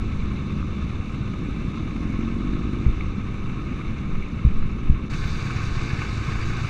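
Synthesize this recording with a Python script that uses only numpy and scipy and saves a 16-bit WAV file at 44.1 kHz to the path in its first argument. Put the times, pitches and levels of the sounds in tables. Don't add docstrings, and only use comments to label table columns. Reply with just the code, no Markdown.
import sys
import numpy as np
from scipy import signal
from scipy.io import wavfile
from scipy.ndimage import uniform_filter1d

SR = 44100
rng = np.random.default_rng(int(sys.argv[2]) if len(sys.argv) > 2 else 0)


def master(y):
    cut = np.clip(np.atleast_2d(y).T, -1, 1)
    pcm = np.round(cut * 32767)
    wavfile.write(sys.argv[1], SR, pcm.astype(np.int16))


def convert_level_to_amplitude(level_db):
    exponent = np.asarray(level_db, float) / 20
    return 10 ** exponent


N = 295029
TIME = np.arange(N) / SR

CUT_S, DISSOLVE_S = 5.091, .012
EXHAUST_DB, NEAR_DB, BLUR_DB = (-30.5, -29), (-5.5, -10), -1
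RECEDING_DB_PER_S, REV_MASK_DB = -0.2, 0.5
WIND_DB, CALMING_DB_PER_S = (-32, -33.5), -0.16
CLATTER_DB, BRIGHT_DB = (-43.5, -38), (-9.5, -9.5)
REV_CLATTER_DB, DULLING_DB_PER_S = 1, -.5
COAST_FROM_S, COAST_DB_PER_S = 3.8, -1
BUILD_DB_PER_S = 1
FRESH_TREBLE_DB, FRESH_S = 4.5, 0.6
SETTLE_DB, SETTLE_S = -2, 0.18
EARLY_RING_HZ, EARLY_RING_SHARE, EARLY_RING_S = 1540, 0.6, 0.25
PACK_SECOND_CYCLES, PACK_JITTER_CYCLES = .48, 0.022
THUD_CYCLES, THUD_DB = (2.87, 2.65), (-4, -0.5)
RATTLE_S, RATTLE_OVER_DB = 0.0059, (38, 34.5)
WHINE_HZ, WHINE_DB = 9650, -86
REV_BRIGHT_HZ, REV_BRIGHT_SHARE = 405, (-0.71, 0.61)
MIC_TOP_HZ = 13300

# start [t/s], end [t/s], cycle rate at start [f/Hz], at end [f/Hz], level [dB]
PACK_ENGINES = [
    (0, 7.4, 20, 13, -4.5),
    (0, 7.4, 25.4, 27.3, 5.5),
    (2.9, 5.1, 15.8, 23.8, 1.5),
    (3.45, 3.9, 20.5, 22.5, 2.5),
    (5.099, 5.95, 17.5, 14.6, -1.5),
]
# centre [f/Hz], width [f/Hz], level [dB]
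LANE_PIPE_MODES = [(62, 16, -9.5), (86, 25, -4), (115, 39.6, -6), (205.6, 24.5, -1.5), (306, 89, -10),
                   (376, 52, -36)]
# centre [f/Hz], width [f/Hz], level [dB]
JUNCTION_PIPE_MODES = [(55.4, 7.1, -5.5), (110, 51, -3.5), (144.7, 25.5, 0), (205, 34, -3),
                       (334.5, 46, -13.5), (451, 26, -17)]
# centre [f/Hz], density in the lane [dB per Hz], at the junction [dB per Hz]
BLUR_SPECTRUM = [(49, -1, -4), (127, -0.5, -1.5), (167, -2, -17), (226, -6, -12), (284, -11, -18),
                 (308, -12.5, -11), (399, -18.5, -18.5), (575, -26, -30), (680, -46, -43), (995, -28, -27)]
# time [t/s], cycle rate [f/Hz], level [dB]
LEADER_COURSE = [
    (0, 19.5, -32.5),
    (.85, 21.1, -31.5),
    (1.3, 22, -44),
]
# centre [f/Hz], width [f/Hz], level [dB]
LEADER_PIPE_MODES = [(61, 12, 0), (84, 14, 1), (128, 22, -4), (207, 25, -3)]
# centre [t/s], length [t/s], level over the steady sway [dB]
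GUSTS_S_DB = [
    (0.095, 0.53, 9.5),
    (2.542, 0.5, 1),
    (4.153, 0.31, 12.5),
    (5.237, 0.55, 10.5),
    (5.723, 0.4, 10),
    (6.432, .35, 10.5),
]
CASE_LOW_HZ = [770, 1095, 1250, 1525, 1750, 2260, 2650, 2900]
# width [f/Hz], level in the lane [dB], at the junction [dB]
CASE_LOW_MODES = [(270, -6, -5), (74, 6, 6), (112, 7, 6), (115, -1.5, 3), (276, -5, -2), (322, 2, 3.5),
                  (103, 0, -1.5), (276, -8, -7.5)]
CASE_HIGH_HZ = [3620, 3950, 4650, 5460, 6080, 6700, 7500, 8230, 9650, 10900, 12000]
# width [f/Hz], level in the lane [dB], at the junction [dB]
CASE_HIGH_MODES = [(360, 8, 0), (430, 1, -3.5), (500, -7.5, -4), (520, -8.5, -10), (500, -4, -7.5),
                   (604, -11.5, -13), (710, -13.5, -18.5), (610, -21.5, -20.5), (910, -20.5, -28),
                   (910, -25.5, -51), (900, -54.5, -32)]
# centre [f/Hz], width [f/Hz], depth in the lane [share]
CASE_NOTCHES = [(1930, 120, .5), (3230, 400, .4), (5090, 200, 0), (5870, 120, 0), (9170, 150, 0)]
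# deepest dip [t/s], rate [f/Hz], level [dB], length [t/s]
HEAD_NODS = [
    (0, 30, -24, .03),
    (2.91, 22, -17, .12),
    (3.088, 18, -18, .1),
    (4.586, 10.5, -13, .26),
    (4.899, 15, -14, .17),
]
# time [t/s], peak level [dB], pitch [f/Hz]
LANE_THUD_EVENTS = [(0.0595, -21, 130), (0.134, -27, 134.4), (0.1594, -23, 161), (0.3368, -20, 118),
                    (0.4075, -22, 141), (0.469, -22, 126.3), (0.5355, -16, 153), (0.5647, -22, 149),
                    (0.6469, -18, 129), (0.6817, -16, 132), (0.7626, -31, 119.4), (0.791, -22, 126),
                    (0.844, -17, 142), (0.8951, -18, 173), (0.9379, -25, 112), (1.1456, -22, 115),
                    (1.2109, -15.5, 131), (1.2556, -21, 127), (1.3035, -22, 122), (1.335, -21, 169),
                    (1.4664, -26, 134), (1.5096, -19, 160), (1.5709, -18, 167), (1.6, -25, 147),
                    (1.623, -21, 138), (1.684, -16, 148), (1.762, -23, 185), (1.8056, -18, 145),
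                    (1.8532, -18, 144), (1.893, -16, 168), (3.0209, -21.5, 183), (3.0701, -27, 130),
                    (3.1833, -17, 179), (3.3955, -30, 121), (3.4474, -17.5, 154), (3.5005, -19, 159.3),
                    (3.5769, -20, 138.5), (3.6195, -20, 141), (3.6477, -20.5, 138), (3.6787, -20, 117.2),
                    (3.7175, -14, 191.8), (3.7645, -21, 166), (3.8364, -22, 144), (3.909, -22, 141.4),
                    (3.9737, -25, 133), (4.0171, -17, 180), (4.0903, -15, 137), (4.1342, -20, 133.5),
                    (4.185, -23, 128), (4.2739, -35, 142.4), (4.3324, -19, 184.3), (4.3904, -24, 110),
                    (4.5054, -17, 142), (4.558, -23, 134), (4.6222, -21, 156), (4.66, -19, 137),
                    (4.9527, -22, 121), (5.0415, -16, 192)]
# time [t/s], peak level [dB], pitch [f/Hz]
JUNCTION_THUD_EVENTS = [(5.1085, -23, 103), (5.1521, -19, 135), (5.1963, -26, 114), (5.23, -26, 109),
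                        (5.2571, -17.5, 110), (5.3037, -19, 108), (5.3313, -19.5, 123),
                        (5.3815, -20, 106.9), (5.4279, -20.5, 120), (5.458, -19, 112), (5.4873, -17, 122),
                        (5.5653, -15.5, 115), (5.6423, -15.5, 115), (5.7115, -20, 119.5),
                        (5.7714, -16, 111), (5.8043, -30, 124), (5.8277, -25, 114), (5.8594, -20.5, 128),
                        (5.8963, -19, 121), (5.9358, -18, 119), (5.9919, -19, 117), (6.0356, -23, 118),
                        (6.1026, -22, 123), (6.133, -19, 128), (6.1773, -18, 117.2), (6.2075, -20, 111),
                        (6.2863, -15, 135), (6.3288, -21.5, 113), (6.3566, -18.5, 106), (6.428, -26, 116),
                        (6.473, -20, 107), (6.5005, -16, 105), (6.539, -20, 114), (6.579, -26, 114),
                        (6.6213, -15.5, 112), (6.648, -15.5, 105)]
# time [t/s], peak level [dB]
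LANE_RATTLE_EVENTS = [(0.247, -37.5), (0.314, -33.5), (0.503, -37), (0.63, -44), (0.821, -34), (0.9, -35.0),
                      (1.015, -34.5), (1.097, -34), (1.146, -33), (1.228, -35.5), (1.278, -34.5),
                      (1.338, -34.5), (1.609, -36), (1.657, -36), (1.743, -34), (1.88, -34), (1.965, -33),
                      (2.033, -34), (2.159, -34.5), (2.211, -34.5), (2.279, -33), (2.343, -36),
                      (2.408, -34), (2.477, -36.0), (2.561, -37), (2.69, -37.0), (2.74, -36.0),
                      (2.824, -37), (3.011, -37), (3.061, -35), (3.274, -34), (3.346, -34), (3.403, -38),
                      (3.434, -36.0), (3.468, -36), (3.499, -34), (3.533, -36), (3.597, -37), (3.689, -38),
                      (3.727, -34.5), (3.755, -38), (3.79, -36), (3.816, -34), (3.885, -37.5), (3.969, -33),
                      (4.036, -36.0), (4.156, -33), (4.391, -33), (4.487, -36), (4.513, -35), (4.559, -33),
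                      (4.626, -33.5), (4.7, -34), (4.789, -33.5), (4.837, -35), (4.877, -34)]
# time [t/s], peak level [dB]
JUNCTION_RATTLE_EVENTS = [(5.139, -28.5), (5.241, -29.5), (5.471, -29.5), (5.505, -29), (5.57, -31.0),
                          (5.631, -30.5), (5.755, -30.5), (5.785, -30), (5.812, -33.5), (5.906, -31.5),
                          (5.951, -31.5), (5.993, -30.5), (6.021, -28), (6.05, -30.5), (6.082, -34.5),
                          (6.187, -34), (6.234, -31.5), (6.324, -30.0), (6.359, -31.5), (6.397, -34),
                          (6.445, -34.5), (6.508, -30), (6.535, -31), (6.65, -32.0)]
# time [t/s], peak level [dB], pitch [f/Hz]
TICK_EVENTS = [
    (.501, -29.5, 1200),
    (.6272, -28, 1220),
    (3.0083, -27, 2250),
]
# time [t/s], firing rate [f/Hz], level [dB]
REV_COURSE = [
    (1.2, 32, -42),
    (1.5, 36.76, -39),
    (1.761, 38.01, -37.5),
    (2.1, 43.46, -31),
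    (2.59, 50.03, -32.5),
    (2.8, 50.42, -32),
    (2.899, 47.5, -39),
    (3.04, 43.4, -50),
]
# centre [f/Hz], width [f/Hz], level [dB]
REV_PIPE_MODES = [(46.8, 24, 4.5), (84, 25, -4.5), (160, 30, 0), (226, 28, 4), (290, 57, -2.5),
                  (343, 39, -7), (405, 43, -16.5)]
# time [t/s], direction [sign], push level [dB], push length [t/ms], swing level [dB]
KNOCK_EVENTS = [
    (2.867, -1, -4, 7.5, -10),
    (2.884, -1, -18, 10, -17),
    (3.067, -1, -17, 9, -20),
    (4.452, -1, -1.5, 6.5, -10.5),
    (4.4695, -1, -11, 10, -20),
    (4.478, 1, -9, 10, -30),
    (4.463, 1, -14, 6, -40),
    (4.9008, -1, -2.5, 5.6, -9),
    (4.9035, -1, -15, 6, -40),
    (4.912, 1, -14, 8, -40),
]
# rate [f/Hz], level [dB], t60 [t/s]
MOUNT_MODES = [(22, -5, .22), (63, 0, .14), (130, -5, .1)]
# time [t/s], pitch [f/Hz], peak level [dB], half length [t/s]
BRAKE_SQUEAK = (5.278, 15044, -61, .011)
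# pitch [f/Hz], patches dropped [share]
TREBLE_HOLES = [(7500, 0), (9000, .2), (11000, .35), (12200, .55), (13300, .85)]


def unit(x):
    return x / np.sqrt(np.mean(x ** 2))


def ring(x, hz, width_hz):
    return signal.lfilter(*signal.iirpeak(hz, hz / width_hz, fs=SR), x)


def double_ring(x, hz, width_hz):
    return ring(ring(x, hz, width_hz), hz, width_hz)


def bump(turns):
    return np.cos(np.pi * np.clip(turns, -.5, .5)) ** 2


def walk(rate_hz):
    k = int(SR / rate_hz)
    held = np.repeat(rng.standard_normal(N // k + 1), k)
    return 0.92 * uniform_filter1d(uniform_filter1d(held, k), k)[:N]


def flutter(rate_hz):
    steps = walk(rate_hz)
    return steps - uniform_filter1d(steps, size=SR // 9)


def by_street(lane, junction):
    share = np.clip((TIME - CUT_S) / DISSOLVE_S, 0, 1)
    return (1 - share) * lane + share * junction


def firings(cycle_hz, second_cycles, weak_db, jitter_cycles, scatter_db):
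    turns = np.cumsum(cycle_hz) / SR
    cycles = np.arange(int(turns[-1]))
    chance = rng.standard_normal((len(cycles), 4))
    first = cycles + jitter_cycles * chance[:, 0]
    second = cycles + second_cycles + jitter_cycles * chance[:, 1]
    level_db = np.concatenate([scatter_db * chance[:, 2], weak_db + scatter_db * chance[:, 3]])
    index = np.searchsorted(turns, np.concatenate([first, second])).clip(0, N - 1)
    clicks = np.zeros(N)
    np.add.at(clicks, index, convert_level_to_amplitude(level_db))
    return clicks


def pipe(clicks, modes):
    tone = 0
    for k, (hz, width_hz, db) in enumerate(modes):
        tone = tone + (-1) ** k * convert_level_to_amplitude(db) * double_ring(clicks, hz, 1.5 * width_hz)
    return unit(tone)


def pack():
    clicks = np.zeros(N)
    for start, end, hz0, hz1, db in PACK_ENGINES:
        drift = 1 + PACK_JITTER_CYCLES * walk(3)
        cycle_hz = np.interp(TIME, [start, end], [hz0, hz1]) * drift
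        near = np.interp(TIME, [start - .1, start, end, end + 0.062], [0, 1, 1, 0])
        fired = firings(cycle_hz, PACK_SECOND_CYCLES, 0.0, PACK_JITTER_CYCLES, scatter_db=1.0)
        clicks += convert_level_to_amplitude(db) * near * fired
    return clicks


def blur():
    hz, *streets_db = np.transpose(BLUR_SPECTRUM)
    bands = 0
    for centre_hz in 60 * 2 ** np.arange(0, 4.1, 1 / 3):
        noise = double_ring(rng.standard_normal(N), centre_hz, centre_hz / 3)
        lane_db, junction_db = (np.interp(np.log(centre_hz), np.log(hz), db) for db in streets_db)
        bands = bands + noise * convert_level_to_amplitude(by_street(lane_db, junction_db) + 0.59 * walk(6.6))
    return unit(bands)


def exhausts(clicks, revs):
    lane = convert_level_to_amplitude(NEAR_DB[0]) * pipe(clicks * by_street(1, 0), LANE_PIPE_MODES)
    junction = convert_level_to_amplitude(NEAR_DB[1]) * pipe(clicks * by_street(0, 1), JUNCTION_PIPE_MODES)
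    lane_db = EXHAUST_DB[0] + RECEDING_DB_PER_S * TIME + REV_MASK_DB * revs
    return convert_level_to_amplitude(by_street(lane_db, EXHAUST_DB[1])) * (lane + junction + convert_level_to_amplitude(BLUR_DB) * blur())


def leader():
    s, hz, db = np.transpose(LEADER_COURSE)
    clicks = firings(np.interp(TIME, s, hz), .27, weak_db=-1, jitter_cycles=.004, scatter_db=1)
    fade = np.interp(TIME, [s[-1], s[-1] + .2], [1, 0])
    return pipe(clicks, LEADER_PIPE_MODES) * convert_level_to_amplitude(np.interp(TIME, s, db)) * fade


def buffet():
    band = signal.butter(2, [30, 65], "band", fs=SR, output="sos")
    low = signal.sosfilt(band, rng.standard_normal(N))
    sway = double_ring(rng.standard_normal(N), 11.5, 8.)
    gust_db = sum(db * bump((TIME - s) / length_s) for s, length_s, db in GUSTS_S_DB)
    shake = unit(low * convert_level_to_amplitude(1.6 * walk(6.6))) * convert_level_to_amplitude(0.2 * gust_db)
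    level_db = by_street(WIND_DB[0] + CALMING_DB_PER_S * TIME, WIND_DB[1])
    return convert_level_to_amplitude(level_db) * (shake + convert_level_to_amplitude(-2.5 + gust_db) * unit(sway))


def clatter_levels_db(revs):
    since_cut = np.clip(TIME - CUT_S, 0, None)
    coasting_s = np.clip(TIME - COAST_FROM_S, 0, None)
    lane_db = CLATTER_DB[0] + REV_CLATTER_DB * revs + COAST_DB_PER_S * coasting_s
    junction_db = CLATTER_DB[1] + BUILD_DB_PER_S * since_cut + SETTLE_DB * np.exp(-since_cut / SETTLE_S)
    gap_db = 8 * np.exp(-((TIME - CUT_S) / .006) ** 2)
    bright_db = by_street(BRIGHT_DB[0] + DULLING_DB_PER_S * TIME,
                          BRIGHT_DB[1] + FRESH_TREBLE_DB * np.exp(-since_cut / FRESH_S))
    return by_street(lane_db, junction_db) - gap_db, bright_db


def case_band(centres_hz, modes, pulsing, flicker_db):
    ticks = convert_level_to_amplitude(rng.exponential(size=N // 64 + 1)).repeat(64)[:N]
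    shake_db = flicker_db * flutter(36)
    lane, junction = 0, 0
    for hz, (width_hz, lane_db, junction_db) in zip(centres_hz, modes):
        drive = rng.standard_normal(N) * ticks * pulsing
        tone = ring(ring(drive, hz, width_hz), hz, 3.0 * width_hz)
        tone = tone * convert_level_to_amplitude(2.1 * flutter(36) + .9 * walk(9) + shake_db)
        lane = lane + convert_level_to_amplitude(lane_db) * tone
        junction = junction + convert_level_to_amplitude(junction_db) * tone
    return by_street(unit(lane), unit(junction))


def clatter(clicks, revs):
    clatter_db, bright_db = clatter_levels_db(revs)
    lift_db = rattles_db()
    puffs = unit(signal.lfilter([1], [1, -np.exp(-1 / (0.0038 * SR))], clicks))
    pulsing = np.abs((1 + 0.094 * puffs) * convert_level_to_amplitude(0.12 * walk(9.7) + 0.55 * walk(35)))
    low = case_band(CASE_LOW_HZ, CASE_LOW_MODES, pulsing, flicker_db=.7)
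    high = case_band(CASE_HIGH_HZ, CASE_HIGH_MODES, pulsing ** .4, flicker_db=.4)
    sound = low * convert_level_to_amplitude(clatter_db + lift_db) + high * convert_level_to_amplitude(clatter_db + bright_db + .2 * lift_db)
    settling = by_street(0, EARLY_RING_SHARE * np.exp(-np.abs(TIME - CUT_S) / EARLY_RING_S))
    sound = sound + settling * ring(sound, EARLY_RING_HZ, 110.0)
    for hz, width_hz, lane_depth in CASE_NOTCHES:
        sound = sound - by_street(lane_depth, .5) * ring(sound, hz, width_hz)
    return sound


def nods():
    out = 0
    for s, hz, db, length_s in HEAD_NODS:
        out = out - convert_level_to_amplitude(db) * np.cos(2 * np.pi * hz * (TIME - s)) * bump((TIME - s) / length_s)
    return out


def whine():
    tone = np.sin(2 * np.pi * WHINE_HZ * TIME)
    return convert_level_to_amplitude(WHINE_DB + 3.4 * walk(6)) * tone * by_street(0.93, 0)


def thuds():
    out = np.zeros(N + SR)
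    t = np.arange(-800, 800) / SR
    for events, cycles, gain_db in zip((LANE_THUD_EVENTS, JUNCTION_THUD_EVENTS), THUD_CYCLES, THUD_DB):
        for s, db, hz in events:
            start = int(s * SR) - 800
            slap = np.cos(2 * np.pi * hz * t) * bump(hz * t / cycles)
            out[start:start + len(t)] += convert_level_to_amplitude(db + gain_db) * slap
    return out[:N]


def rattles_db():
    lifts_db = np.zeros(N)
    for events, over_db in zip((LANE_RATTLE_EVENTS, JUNCTION_RATTLE_EVENTS), RATTLE_OVER_DB):
        for s, db in events:
            lifts_db[int(s * SR)] = db + over_db
    t = np.arange(-900, 901) / SR
    return signal.oaconvolve(lifts_db, np.exp(-(t / RATTLE_S) ** 2), "same")


def metal_ticks():
    out = np.zeros(N)
    for s, db, hz in TICK_EVENTS:
        t = np.clip(TIME - s, 0, 1) / .0012
        out += convert_level_to_amplitude(db) * np.sin(2 * np.pi * hz * (TIME - s)) * t * np.exp(1 - t)
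    return out


def rev_share():
    s, hz, _ = np.transpose(REV_COURSE)
    return np.interp(TIME, s, (hz - hz.min()) / np.ptp(hz), left=0, right=0)


def revving_twin():
    s, hz, db = np.transpose(REV_COURSE)
    cycle_hz = np.interp(TIME, s, hz) / 2
    clicks = firings(cycle_hz, .5, weak_db=-5, jitter_cycles=.004, scatter_db=1.5)
    sounding = np.interp(TIME, [s[0] - .2, s[0], s[-1], s[-1] + 0.038], [0, 1, 1, 0])
    tone = pipe(clicks, REV_PIPE_MODES)
    opening = np.interp(TIME, [2.15, 2.65], REV_BRIGHT_SHARE)
    tone = tone + opening * ring(tone, REV_BRIGHT_HZ, 71.0)
    return tone * convert_level_to_amplitude(np.interp(TIME, s, db) + 4) * sounding


def knocks():
    out = np.zeros(N)
    t = np.arange(-SR // 100, SR // 2) / SR
    swing = 0
    for hz, db, t60_s in MOUNT_MODES:
        decay = np.exp(-np.log(1000) * t / t60_s)
        swing = swing + convert_level_to_amplitude(db) * np.cos(2 * np.pi * hz * (t - .0012)) * decay
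    swing = swing * (1 - np.exp(-np.clip(t, 0, 1) / .0045)) ** 2
    for s, direction, push_db, push_ms, swing_db in KNOCK_EVENTS:
        push = bump(1000 * t / push_ms)
        start = int(s * SR) - SR // 100
        out[start:start + len(t)] += direction * (convert_level_to_amplitude(push_db) * push + convert_level_to_amplitude(swing_db) * swing)
    return signal.sosfiltfilt(signal.butter(2, 500, fs=SR, output="sos"), out)


def brake_squeak():
    s, hz, db, half_s = BRAKE_SQUEAK
    return convert_level_to_amplitude(db) * np.sin(2 * np.pi * hz * TIME) * np.exp(-((TIME - s) / half_s) ** 2)


def scene():
    revs = rev_share()
    clicks = pack()
    engines = exhausts(clicks, revs) + leader() - revving_twin()
    shaking = buffet() + nods() + thuds() + knocks()
    metal = clatter(clicks, revs) + whine() + metal_ticks()
    return (engines + shaking + metal)[None]


def drop_patches(x):
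    hz, _, cells = signal.stft(x, SR, nperseg=1024)
    share = np.interp(hz, *np.transpose(TREBLE_HOLES))[:, None]
    frames = cells.shape[-1]
    chance = rng.random((86, frames // 2 + 1)).repeat(6, axis=0).repeat(2, axis=1)
    kept = chance[:len(hz), :frames] > share
    return signal.istft(cells * kept / np.sqrt(1 - share), SR, nperseg=1024)[1][..., :N]


def roll_off(x):
    return signal.sosfilt(signal.butter(12, 15400, fs=SR, output="sos"), x)


def record(dry):
    rounded = dry / (1 + np.abs(dry) ** 16) ** (1 / 16)
    dull = signal.sosfilt(signal.ellip(8, .2, 60, MIC_TOP_HZ, fs=SR, output="sos"), rounded)
    mix = drop_patches(dull) + brake_squeak()
    return roll_off(mix)


dry = scene()
out = record(dry)
master(out)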